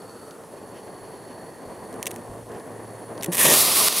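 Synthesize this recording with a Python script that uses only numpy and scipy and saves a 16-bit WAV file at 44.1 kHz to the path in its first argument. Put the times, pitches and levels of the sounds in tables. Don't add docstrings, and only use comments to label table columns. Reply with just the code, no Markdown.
import sys
import numpy as np
from scipy import signal
from scipy.fft import rfft, irfft, next_fast_len
from scipy.io import wavfile
from scipy.ndimage import map_coordinates

SR = 44100
rng = np.random.default_rng(int(sys.argv[2]) if len(sys.argv) > 2 else 0)


def waveform_to_disk(signal):
    frames = np.transpose(np.atleast_2d(signal))
    scaled = np.clip(frames, -1, 1) * 32767
    samples = np.round(scaled).astype(np.int16)
    wavfile.write(sys.argv[1], SR, samples)


N = 176400
T = np.arange(N) / SR

# frequency in Hz, relative level in dB.
RUMBLE_SPECTRUM = [(25, -33), (50, -20), (80, -14), (110, -7), (150, -7), (180, -4), (350, -1.5),
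                   (450, -0.5), (580, -3), (860, -7), (1070, -8.5), (1330, -19), (1850, -19), (2250, -29),
                   (2900, -32), (3600, -40), (16000, -62)]
HISS_SPECTRUM = [(1500, -16), (3500, -13), (5000, -8), (5600, -4), (7000, -4), (8300, 3), (10300, 3.5),
                 (11500, -3), (13000, -9), (16000, -20)]
TICK_SPECTRUM = [(800, -15), (2500, -4), (4500, 0), (6000, -2), (8000, -10), (16000, -18)]
SPUTTER_SPECTRUM = [(800, -20), (1800, 2), (2300, -3), (3000, 0), (3900, -13), (5800, -9), (7500, -22),
                    (16000, -35)]
CLICK_SPECTRUM = [(500, -28), (1300, -18), (1800, 0), (2900, 1), (3800, -2), (4800, -11), (5600, 0),
                  (7500, -1.5), (9500, 2), (12500, -2.5), (16000, -14.5)]
FLARE_SPECTRUM = [(47, -48), (80, -24), (146, -8.5), (186, -12), (237, -4.5), (303, -8.5), (346, -1.5),
                  (422, -8), (451, -4.5), (575, -2.5), (734, -9.5), (1070, -5), (1460, -18), (1860, -1),
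                  (2040, -10), (2660, -7.5), (2900, -9), (3620, -10.5), (4520, -14.5), (6170, -10.5),
                  (7200, -10.5), (9610, -2.5), (11200, -4), (13100, -6), (16000, -20.5)]
BURN_SPECTRUM = [(47, -51), (80, -16), (146, -6.5), (178, -9), (248, -3), (323, -8.5), (395, -2),
                 (515, -6.5), (629, -0.5), (917, -5), (1120, 0.5), (1670, -11), (2040, -4.5), (2780, -3),
                 (3100, -4), (3790, -0.5), (4830, -0.5), (7200, -6.5), (11000, -1.5), (14600, -9.5),
                 (16000, -15)]
POP_SPECTRUM = [(200, -15), (900, 9), (2000, 4), (4000, 2), (8000, 4), (16000, -7)]
# frequency in Hz, side minus mid in dB.
WIDE_IMAGE = [(40, -11), (120, -10), (300, -15), (900, -16), (3000, -8), (4400, -20), (6000, -13),
              (9000, -11), (13000, -4)]
NARROW_IMAGE = [(100, -14), (400, -22), (1000, -29), (1700, -50), (4700, -50), (5500, -28), (8000, -14),
                (11000, -9), (15000, -7)]
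# time in seconds, relative level in dB.
RUMBLE_ENVELOPE = [(0.0, -46.5), (0.49, -45.5), (0.53, -48), (0.54, -44), (1.27, -45), (1.42, -42.5),
                   (1.57, -45.5), (1.99, -40), (2.43, -44), (2.44, -51.5), (2.51, -41.5), (2.98, -42.5),
                   (3.04, -37.5), (3.05, -49), (3.1, -39.5), (3.17, -40)]
HISS_ENVELOPE = [(0, -59), (.3, -58.5), (.55, -61.5), (1.5, -62.5), (1.9, -60), (2.3, -58), (2.6, -60),
                 (3.3, -61)]
# frequency in Hz, envelope as above.
FAINT_HUMS = [(112, [(0, -68), (2.1, -58), (2.28, -49), (2.4, -46), (2.55, -58), (2.66, -57), (2.75, -46),
              (2.95, -48), (3.3, -50), (4, -56)]), (448, [(0, -55), (.3, -52), (1.0, -55), (1.3, -68)])]
# centre in Hz, width in Hz, envelope as above.
WHISTLES = [(1310, 260, [(0, -54), (.35, -52), (.5, -66), (3.3, -72)]), (1800, 380, [(0, -70), (.65, -65),
            (1.2, -57), (2.2, -57), (2.44, -68), (2.55, -56), (3.3, -58)]), (4435, 240, [(0, -58),
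            (.3, -58.5), (.39, -71), (.55, -62), (1.1, -58), (1.7, -59.5), (2.2, -63), (2.5, -69),
            (2.9, -61), (3.3, -62)]), (10000, 530, [(0, -62), (.5, -62), (1.0, -58), (1.5, -59), (1.7, -66),
            (2.5, -61), (2.8, -57.5), (3.3, -61)]), (9570, 700, [(0, -75), (1.5, -74), (1.7, -60),
            (2.1, -54.5), (2.35, -69), (2.8, -65), (3.0, -57.5), (3.3, -53)])]
# time in seconds, delay in ms.
GROUND_DELAY = [(0, 1.29), (.27, 1.3), (.48, 1.21), (1.4, 1.195), (1.65, 1.23), (2.18, 1.235), (2.46, 1.38),
                (2.85, 1.2), (3.3, 1.23)]
# start in seconds, length in seconds, level in dB.
JET_SPUTTERS = [(.555, .055, -60), (.725, .095, -53), (.86, .035, -59), (1.038, .04, -57),
                (1.115, .05, -61), (1.268, .08, -58), (1.735, .04, -61), (2.505, .115, -58)]
# start in seconds, relative level in dB.
LIGHTER_TICKS = [(.02, -40), (.0955, -38), (.3095, -29), (.4375, -43), (2.5175, -35), (2.5485, -39),
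                 (2.5985, -35), (3.1785, -31), (3.2105, -27)]
MICROPHONE_BUMPS = [(1.015, -41), (1.665, -38), (1.78, -41), (2.298, -29), (2.405, -41), (2.44, -41)]
LIGHTER_CLICKS = [(1.928, -33), (1.941, -32), (2.0262, -33), (2.0285, -10.5), (2.0345, -27), (2.0578, -17),
                  (2.0668, -19), (2.0676, -13.5), (2.0694, -11), (2.0724, -12.5), (2.0776, -21),
                  (2.0802, -27), (2.1092, -23), (2.1133, -23), (2.1148, -21), (2.1418, -33),
                  (2.1615, -22.5), (3.2252, -19), (3.228, -25), (3.2328, -13), (3.2342, -16), (3.239, -21),
                  (3.2436, -13.5), (3.2455, -11), (3.2485, -20), (3.2602, -21), (3.2622, -18.5)]
POWDER_SPITS = [(3.3195, -20), (3.3235, -19), (3.327, -17), (3.333, -9), (3.3375, -17), (3.3445, -21),
                (3.3475, -9.5), (3.3528, -8), (3.358, -14), (3.3705, -10), (3.3815, -5), (3.3955, -8),
                (3.4135, -4), (3.4148, -3), (3.4705, -10), (3.616, -8), (3.626, -9), (3.9265, -2)]
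# frequency in Hz, relative level in dB, seconds to decay by 60 dB.
BUMP_RESONANCES = [(55, -6, .14), (105, 1, 0.13), (198, -3.5, .05)]
KNOCK_RESONANCES = [(175, -3, 0.12), (346, -0.5, 0.077), (555, -8.5, 0.077), (778, -19, 0.064)]
FLAME_BAND_EDGES = [120, 900, 3000, 7500, 17000]
# time in seconds, relative levels in dB of roar, middle, upper middle, treble.
FLAME_ENVELOPES = [(3.312, -69.5, -65, -63, -62), (3.325, -47, -40.5, -38, -33),
                   (3.365, -42, -40, -36.5, -30.5), (3.394, -34, -28, -27.5, -20),
                   (3.426, -38, -25, -26.5, -17.5), (3.448, -20.5, -22.5, -22, -16),
                   (3.522, -22, -24, -20.5, -18), (3.57, -28, -27.5, -21.5, -15.5),
                   (3.622, -33, -31, -24, -18), (3.64, -33.5, -30, -26.5, -21),
                   (3.696, -31, -30.5, -28, -22), (3.735, -35.5, -30.5, -25, -21.5),
                   (3.762, -35, -28.5, -25.5, -19), (3.862, -31.5, -29.5, -24.5, -20),
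                   (3.9, -32, -28.5, -23, -21.5), (3.95, -32, -28.5, -24, -21),
                   (4.0, -32, -30.5, -23, -18.5)]
# frequency in Hz, left minus right in dB.
PORT_IMBALANCE = [(7500, 0), (8700, -1), (10200, -3.4), (11300, -1), (12200, 2), (13200, 1.3), (14200, 0)]


def from_db(db):
    return 10 ** (np.asarray(db) / 20)


def unit_rms(x):
    return x / np.sqrt(np.mean(x ** 2) + 1e-20)


def in_time(rows):
    times, *columns = np.transpose(rows)
    return [np.interp(T, times, column) for column in columns]


def colour(x, spectrum):
    size = 2 * next_fast_len(N // 2 + SR // 10)
    hz, db = np.transpose(spectrum)
    bin_hz = np.arange(size // 2 + 1) * SR / size
    log_gain = np.interp(np.log(bin_hz + 1), np.log(hz), np.log(from_db(db)))
    cepstrum = irfft(log_gain)[:size // 2]
    cepstrum[1:] *= 2
    return irfft(rfft(x, size) * np.exp(rfft(cepstrum, size)))[..., :N]


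def band(x, low, high, order=2):
    return signal.sosfilt(signal.butter(order, [low, high], "band", fs=SR, output="sos"), x)


def drift(corner_hz):
    hop, settle = 40, 2000
    pole = np.exp(-2 * np.pi * hop * corner_hz / SR)
    noise = rng.standard_normal(N // hop + settle + 2)
    slow = signal.lfilter([1], [1, -2 * pole, pole * pole], noise)[settle:]
    return np.interp(np.arange(N) / hop, np.arange(len(slow)), unit_rms(slow))


def stereo(mid, side, width):
    return mid + colour(side, width) * np.array([[1], [-1]])


def wide_noise():
    return stereo(*rng.standard_normal((2, N)), WIDE_IMAGE)


def impulses(rows):
    out = np.zeros(N)
    for start, db in rows:
        out[int(start * SR)] += from_db(db)
    return out


def snaps(rows, spectrum, scatter_db, t60_s):
    size = SR // 20
    tails = np.zeros((2, N + size))
    decay = from_db(-60 * T[:size] / t60_s)
    decay /= np.linalg.norm(decay)
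    for start, db in rows:
        i = int(start * SR)
        tails[:, i:i + size] += from_db(db + scatter_db) * rng.standard_normal((2, size)) * decay
    cracks = stereo(impulses(rows) + tails[0, :N], tails[1, :N], NARROW_IMAGE)
    filter_peak = np.abs(colour(impulses([(0, 0)]), spectrum)).max()
    return colour(cracks, spectrum) / filter_peak


def thud(rows, modes, rise_s):
    t = T[:SR // 2]
    ring = sum(from_db(db - 60 * t / t60) * np.sin(2 * np.pi * hz * t) for hz, db, t60 in modes)
    onset = 1 - np.exp(-t / rise_s)
    return signal.fftconvolve(impulses(rows), ring * onset)[:N]


def sizzle(grain_share, grains_per_s=6000, spread_db=3):
    sizes = from_db(spread_db * np.minimum(rng.exponential(1, (2, N)), 4))
    signs = rng.choice([-1, 1], (2, N))
    bursts = rng.random((2, N)) < grains_per_s / SR
    grains = np.sqrt(grain_share) * unit_rms(sizes * signs * bursts)
    gas = np.sqrt(1 - grain_share) * rng.standard_normal((2, N))
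    return stereo(*(grains + gas), NARROW_IMAGE)


def lighter_flame_rumble(gain_db=3.32, flutter_db=1.44, waver=.012):
    gain = from_db(gain_db + in_time(RUMBLE_ENVELOPE)[0] + flutter_db * drift(26))
    out = gain * unit_rms(colour(wide_noise(), RUMBLE_SPECTRUM))
    for hz, envelope in FAINT_HUMS:
        pitch_hz = hz * (1 + waver * drift(6.1))
        hum = np.sin(2 * np.pi * np.cumsum(pitch_hz) / SR)
        out += from_db(in_time(envelope)[0]) * unit_rms(hum)
    return out


def gas_jet(whistle_db=-1.5):
    out = from_db(in_time(HISS_ENVELOPE)[0]) * unit_rms(colour(wide_noise(), HISS_SPECTRUM))
    for hz, width, envelope in WHISTLES:
        whistle = unit_rms(band(wide_noise(), hz - width / 2, hz + width / 2))
        out += from_db(whistle_db + in_time(envelope)[0]) * whistle
    return out


def with_ground_echo(direct, gain=.8, above_hz=5500):
    treble = signal.sosfiltfilt(signal.butter(3, above_hz, "high", fs=SR, output="sos"), direct)
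    earlier = (T - in_time(GROUND_DELAY)[0] / 1000) * SR
    echo = np.array([map_coordinates(x, [earlier], order=3) for x in treble])
    return direct + gain * echo


def ticks():
    return snaps(LIGHTER_TICKS, TICK_SPECTRUM, scatter_db=0, t60_s=.02)


def sputters():
    swells = sum(from_db(db) * np.sin(np.pi * np.clip((T - start) / length, 0, 1))
                 for start, length, db in JET_SPUTTERS)
    return swells * unit_rms(colour(sizzle(grain_share=.5), SPUTTER_SPECTRUM))


def bumps():
    return thud(MICROPHONE_BUMPS, BUMP_RESONANCES, rise_s=.0049)


def clicks():
    return from_db(2) * snaps(LIGHTER_CLICKS, CLICK_SPECTRUM, scatter_db=-4, t60_s=.013)


def knock(start_s=3.2795, gain_db=-10):
    return thud([(start_s, gain_db)], KNOCK_RESONANCES, rise_s=.012)


def powder_flame(spread_at_s=3.55, spread_lasts_s=.08, gain_db=.5, flutter_db=.8):
    flare = colour(sizzle(grain_share=.6), FLARE_SPECTRUM)
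    burn = colour(sizzle(grain_share=.36), BURN_SPECTRUM)
    spread = np.clip((T - spread_at_s) / spread_lasts_s + .5, 0, 1)
    flutter = flutter_db * drift(49)
    out = np.zeros((2, N))
    for db, low, high in zip(in_time(FLAME_ENVELOPES), FLAME_BAND_EDGES, FLAME_BAND_EDGES[1:]):
        early, late = (unit_rms(band(x, low, high, order=5)) for x in (flare, burn))
        blend = np.sqrt(1 - spread) * early + np.sqrt(spread) * late
        out += from_db(gain_db + db + flutter) * blend
    return out


def spits():
    return from_db(2.5) * snaps(POWDER_SPITS, FLARE_SPECTRUM, scatter_db=-3.5, t60_s=.011)


def pop(start_s=3.8845, level_db=6):
    return snaps([(start_s, level_db)], POP_SPECTRUM, scatter_db=-11, t60_s=.008)


def scene():
    sound = lighter_flame_rumble() + with_ground_echo(gas_jet()) + sputters() + clicks() + ticks()
    sound += bumps() + knock() + spits() + pop() + powder_flame()
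    return np.array([colour(channel, np.array(PORT_IMBALANCE) * [1, share])
                     for channel, share in zip(sound, (.5, -.5))])


def record(dry, limit_db=-1, attack_s=.001, recover_db_per_s=32.5, cutoff_hz=15750):
    peak_db = 20 * np.log10(np.abs(dry).max(axis=0) + 1e-9)
    over_db = np.maximum(peak_db - limit_db, 0)
    held_db = np.maximum.accumulate(over_db + recover_db_per_s * T) - recover_db_per_s * T
    pole = np.exp(-1 / (attack_s * SR))
    duck_db = signal.lfilter([1 - pole], [1, -pole], held_db)
    limited = np.clip(dry * from_db(-duck_db), -1, 1)
    return signal.sosfilt(signal.ellip(12, .1, 80, cutoff_hz, fs=SR, output="sos"), limited)


dry = scene()
out = record(dry)
waveform_to_disk(out)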